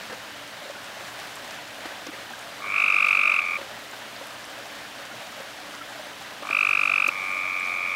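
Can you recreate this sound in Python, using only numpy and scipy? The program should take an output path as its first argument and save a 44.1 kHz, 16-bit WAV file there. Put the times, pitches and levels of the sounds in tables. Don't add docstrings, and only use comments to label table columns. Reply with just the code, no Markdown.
import sys
import numpy as np
from scipy import signal
from scipy.fft import rfft, irfft, next_fast_len
from scipy.io import wavfile
from scipy.ndimage import uniform_filter1d, map_coordinates

SR = 44100
rng = np.random.default_rng(int(sys.argv[2]) if len(sys.argv) > 2 else 0)


def wav_out(sig):
    wavfile.write(sys.argv[1], SR, np.round(np.clip(np.atleast_2d(sig).T, -1, 1) * 32767).astype(np.int16))


def invert_db(x):
    u = np.asarray(x, float) / 20
    return 10 ** u


N = 350595

# [f/Hz, rms level/dB, unsteadiness/1]
PUMP_TONES = [(121, -64, 0.21), (293.2, -60, 0.5), (420.4, -62, 0.46), (59.8, -75.5, .3)]
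# [f/Hz, level per Hz/dB]
RUSH_SPECTRUM = [(12, -61), (20, -38), (90, -14), (113, -10.5), (145, -12.5), (226, -6.5), (260, -10.5),
                 (290, -6), (384, -11), (417, -12), (583, -1.5), (962, -5.5), (1630, -7), (3560, -8),
                 (15600, -31)]
# [f/Hz, width/Hz, level/dB]
POOL_HOLLOWS = [(563, 81, -13), (1640, 630, -3.5), (3000, 140, -12.5), (236, 42, -11)]
# [t/s, peak level/dB, low f/Hz, high f/Hz, length/s]
HARD_TICKS = [(.657, -42, 6000, 9000, .003), (1.356, -30, 7550, 13000, 0.0022),
              (2.054, -43, 4500, 7000, .003), (2.065, -26.5, 5000, 5450, 0.0063),
              (2.067, -30, 5500, 7100, 0.0037), (2.411, -40, 6500, 9000, .003),
              (3.064, -39, 11000, 15500, .004), (3.082, -37, 8040, 13200, 0.0033),
              (3.912, -35, 6500, 8500, 0.0027), (4.163, -29, 3500, 5000, 0.0025),
              (4.27, -37, 7000, 14500, .003), (4.306, -39, 4700, 5600, 0.0045),
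              (4.335, -44, 9000, 13500, .003), (4.442, -33, 4800, 6500, .003),
              (4.453, -38, 7500, 10000, 0.0027), (4.5, -41, 7000, 9500, .003),
              (7.076, -30.5, 3500, 15000, 0.012), (7.077, -26, 5700, 6650, 0.0069),
              (7.599, -31, 6960, 9400, 0.0026)]
# [t/s, peak level/dB, f/Hz, splash level/dB]
LARGE_DROPS = [(0.094, -29, 530, 3), (0.104, -29, 1640, -8), (0.116, -34, 1570, -3), (0.122, -24, 483, 1),
               (0.614, -30, 600, -9), (0.653, -22, 560, -9), (0.696, -18.5, 567, -17), (1.0, -33, 535, 0.5),
               (1.852, -26.5, 538, 5.5), (1.909, -32, 573, -9), (2.062, -24, 530, 1),
               (2.084, -21, 303, -12), (2.127, -33, 537, 4.5), (2.301, -27, 777, -1.5),
               (2.332, -20, 1610, -13), (3.582, -24, 558, -3), (3.609, -22, 556, -2.5),
               (3.927, -27, 1554, -1.5), (4.21, -24, 560, -12), (4.994, -31, 596, -2),
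               (5.138, -26, 619, -16), (5.399, -19.5, 544, -3), (5.732, -29, 1420, -14),
               (5.809, -19, 1350, -14), (5.99, -26, 606, -11), (6.207, -29, 783, -8), (6.42, -22, 576, -1),
               (6.498, -21, 670, 1.5), (7.078, -21, 563, 0), (7.447, -30, 624, -13)]
# [multiple/1, level/dB, lean towards the pulse's end/1, growth with effort/1]
FAR_OVERTONES = [(1, -14.5, 1, 0.15), (2, -1.3, 0.077, 0.74), (3, -24, .5, 1.3)]
NEAR_OVERTONES = [(1, -10, 1.5, .2), (2, 0.1, .45, 1.0), (3, -28, 1.6, 1.01), (4, -33, -.5, 1.01),
                  (7, -27, .8, 1.01)]
# [first pulse t/s, pulses/1, first gap/ms, drag on the last gap/ms]
FAR_CALLS = [
    (2.6227, 44, 19.98, 1.39),
    (7.1157, 39, 20.6, 0),
]
NEAR_CALLS = [
    (2.6053, 39, 19.04, 5.64),
    (6.4331, 33, 19.21, 2.2),
]
# [full level/dB, first pulse below full/dB, pulses to swell/1]
FAR_RISES = [
    (-19.5, 15.5, 3.4),
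    (-20.5, 8.9, 4),
]
NEAR_RISES = [
    (-11.5, 49.5, 4.77),
    (-12, 27, 3.1),
]


def unit(x):
    return x / np.sqrt(np.mean(x ** 2) + 1e-20)


def wobble(rate):
    knots = rng.standard_normal(int(N * rate / SR) + 4)
    return map_coordinates(knots, [np.arange(N) * rate / SR])


def filtered(x, response):
    m = next_fast_len(N + SR // 2)
    return irfft(rfft(x, m) * response(np.fft.rfftfreq(m, 1 / SR)), m)[:N]


def resonance(f, hz, width_hz):
    return 1j * f * width_hz / (hz * hz - f * f + 1j * f * width_hz)


def place(times, sounds):
    start = np.round(np.asarray(times) * SR).astype(int)[:, None]
    at = start + np.arange(sounds.shape[1])
    return np.bincount(np.clip(at, 0, N).ravel(), sounds.ravel(), N + 1)[:N]


def pump():
    t = np.arange(N) / SR
    hum = 0
    for hz, db, shake in PUMP_TONES:
        size = invert_db(db + 2.5 + 5.9 * shake * wobble(4.8))
        hum = hum + size * np.sin(2 * np.pi * hz * t + 2.56 * shake * wobble(12))
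    return hum


def grains(count, low_hz, high_hz, cycles, spread_db):
    chance = rng.random((count, 3))
    hz = low_hz * (high_hz / low_hz) ** chance[:, 1:2]
    life = hz * np.arange(int(2 * cycles * SR / low_hz))[None] / SR / cycles
    size = invert_db(-spread_db * np.log(1 - .985 * chance[:, 2:])) * np.sqrt(hz)
    swell = life * np.exp(-5 * life)
    return unit(place(chance[:, 0] * N / SR, size * np.sin(2 * np.pi * cycles * life) * swell))


def water():
    z = signal.stft(rng.standard_normal(N), nperseg=512)[2]
    patches = uniform_filter1d(uniform_filter1d(rng.standard_normal(z.shape), 8, 0), 6, 1)
    rush = unit(signal.istft(z * invert_db(0.78 * unit(patches)), nperseg=512)[1][:N])
    spray = invert_db(1.5 * wobble(12) + 6 * np.tanh(.55 * wobble(35)))
    fizz = unit(spray * grains(count=6000, low_hz=6000, high_hz=18200, cycles=2.6, spread_db=4.5))
    gurgle = grains(count=2000, low_hz=652.0, high_hz=3500, cycles=10.9, spread_db=2.5)
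    f, level_db = np.transpose(RUSH_SPECTRUM)

    def colour(hz):
        hollows = sum(invert_db(db) * abs(resonance(hz, c, width)) ** 2 for c, width, db in POOL_HOLLOWS)
        return invert_db(np.interp(np.log(hz + 1), np.log(f), level_db)) * (1 + hollows)

    flow_db = -46 + 0.28 * wobble(1.38)
    surge = invert_db(flow_db + .3 * wobble(5) + .6 * wobble(16))
    return invert_db(7.0) * surge * unit(filtered(rush + 0.37 * fizz + 0.14 * gurgle, colour))


def ticks():
    s, db, low_hz, high_hz, length_s = (c[:, None, None] for c in np.transpose(HARD_TICKS))
    t = np.arange(int(.015 * SR)) / SR
    chance = rng.random((len(s), 2, 24, 1))
    hz = low_hz + (high_hz - low_hz) * chance[:, 0]
    burst = np.sin(np.pi * np.clip(t / length_s, 0, 1))
    spit = invert_db(db - 16.5) * burst * np.sin(2 * np.pi * (hz * t + chance[:, 1]))
    return place(s.ravel(), spit.sum(axis=1))


def drips():
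    hollow_hz = (567, 600, 742, 1433)
    rows = []
    for when, strength, pick in rng.random((20, 3)):
        db = -31.5 - 3 * (2 * strength - 1)
        rows.append((when * N / SR, db, hollow_hz[int(pick * len(hollow_hz))], -2.5))
    return rows


def thuds():
    s, db, hz, splash_db = (c[:, None] for c in np.transpose(list(LARGE_DROPS) + drips()))
    t60_s = 0.059 * invert_db(0.39 * (-27.5 - db))
    t = np.arange(int(.12 * SR))[None] / SR
    swell = invert_db(-60 * t / t60_s) * (1 - np.exp(-t / .0045)) ** 2
    drift = np.cumsum(rng.standard_normal(swell.shape), axis=1) * 0.026
    ring = invert_db(db + 1.5) * swell * np.sin(2 * np.pi * hz * t + drift)
    splash = invert_db(db + splash_db + 9.5) * swell * rng.standard_normal(swell.shape)

    def dull(f):
        return resonance(f, 1050, 2200) ** 2 + 1.28 * resonance(f, 345, 160)

    return place(s[:, 0], ring) + filtered(place(s[:, 0], splash), dull)


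def pulses(trills, swells, steady_ms, share, abruptness):
    rows = []
    for (first_s, count, quick_ms, drag_ms), (full_db, soft_db, swell) in zip(trills, swells):
        k = np.arange(count)
        gap_ms = steady_ms + (quick_ms - steady_ms) * np.exp(-k / 16)
        gap_ms = gap_ms + drag_ms * share ** k[::-1]
        s = first_s + (np.cumsum(gap_ms) - gap_ms[0]) / 1000
        s = s + .0002 * rng.standard_normal(count)
        rows += zip(s, full_db - soft_db * np.exp(-(k / swell) ** abruptness))
    return np.array(rows)


def trill(beats, voice, low_hz, high_hz, length_s, flatness, full_db):
    s, db = np.transpose(beats)
    effort_db = db[:, None] - full_db
    lasts_s = length_s * np.clip(1 + 0.024 * effort_db, .6, 1)
    t = np.arange(int(length_s * SR)) / SR
    u = np.clip(.5 + (t - length_s / 2) / lasts_s, 0, 1)
    chance = rng.standard_normal((len(s), 12))
    glide_hz = (high_hz - low_hz) * np.clip(1 + .02 * effort_db, .5, 1)
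    pitch_hz = (low_hz + glide_hz * u ** 1.1) * (1 + .0035 * chance[:, :1])
    phase = 2 * np.pi * np.cumsum(pitch_hz * (u > 0), axis=1) / SR + 0.15 * chance[:, 1:2]
    shape = np.tanh(flatness * np.sin(np.pi * u) ** 2) / np.tanh(flatness)
    sound = 0
    for k, (multiple, level_db, lean, growth) in enumerate(voice):
        size = invert_db(full_db + growth * effort_db + level_db + .5 * chance[:, k + 2:k + 3])
        leaning = shape * np.exp(lean * (u - .5))
        sound = sound + size * leaning * np.sin(round(multiple) * phase + k)
    return place(s - length_s / 2, sound)


def nearby(x, t60_s, delay_s):
    t = np.arange(int(.15 * SR)) / SR
    tail = rng.standard_normal(len(t)) * invert_db(-60 * t / t60_s) * (t > delay_s)
    return signal.fftconvolve(x, tail / np.linalg.norm(tail))[:N]


def far_frog():
    beats = pulses(FAR_CALLS, FAR_RISES, steady_ms=22.4, share=.8, abruptness=.9)
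    cords = trill(beats, FAR_OVERTONES, low_hz=1032, high_hz=1312, length_s=.0112, flatness=1.3, full_db=-20.5)

    def sac(f):
        return 1 + 0.64 * resonance(f, 1209, 44) + 3.7 * resonance(f, 1456, 120)

    def late(f, delay_s):
        return np.exp(-2j * np.pi * f * delay_s)

    def wall(f):
        return late(f, .00903) * (.84 * resonance(f, 2250, 330) + .85 * resonance(f, 1200, 600))

    def corner(f):
        return late(f, .0173) * .5 * resonance(f, 1215, 500) ** 2

    call = invert_db(-0.5) * filtered(cords, sac)
    echoes = invert_db(-16) * nearby(call, t60_s=.09, delay_s=.004)
    lingering = filtered(echoes, lambda f: 1 + 1.6 * resonance(f, 1230, 450))
    return call + filtered(call, wall) + filtered(call, corner) + lingering


def rasp(beats, length_s):
    puff = np.hanning(int(length_s * SR))
    noise = puff * rng.standard_normal((len(beats), len(puff)))
    air = place(beats[:, 0] - length_s / 2, invert_db(beats[:, 1:] - 26) * noise)
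    return filtered(air, lambda f: resonance(f, 3300, 2500))


def near_frog():
    beats = pulses(NEAR_CALLS, NEAR_RISES, steady_ms=21.3, share=.3, abruptness=1.9)
    cords = trill(beats, NEAR_OVERTONES, low_hz=1098, high_hz=1385, length_s=.0091, flatness=2.4, full_db=-12.5)
    call = invert_db(-1.5) * filtered(cords, lambda f: np.where(f < 6500, 1, resonance(f, 8470, 150)))
    sac = invert_db(-4) * filtered(call, lambda f: resonance(f, 1494, 78))
    echoes = invert_db(-22) * nearby(call, t60_s=.07, delay_s=.003)
    lingering = filtered(echoes, lambda f: 1 + 3.8 * resonance(f, 1400, 450))
    return call + sac + rasp(beats, length_s=0.012) + lingering


def scene():
    return (pump() + water() + ticks() + thuds() + far_frog() + near_frog())[None]


def band_limit(x):
    return signal.sosfilt(signal.butter(12, 15760, fs=SR, output="sos"), x)


def record(dry):
    hiss = invert_db(-55.8) * rng.standard_normal(N) * invert_db(.8 * wobble(8) + 1.3 * wobble(90))
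    mix = filtered(dry[0] + hiss, lambda hz: hz < 15800)
    return band_limit(mix[None])


dry = scene()
out = record(dry)
wav_out(out)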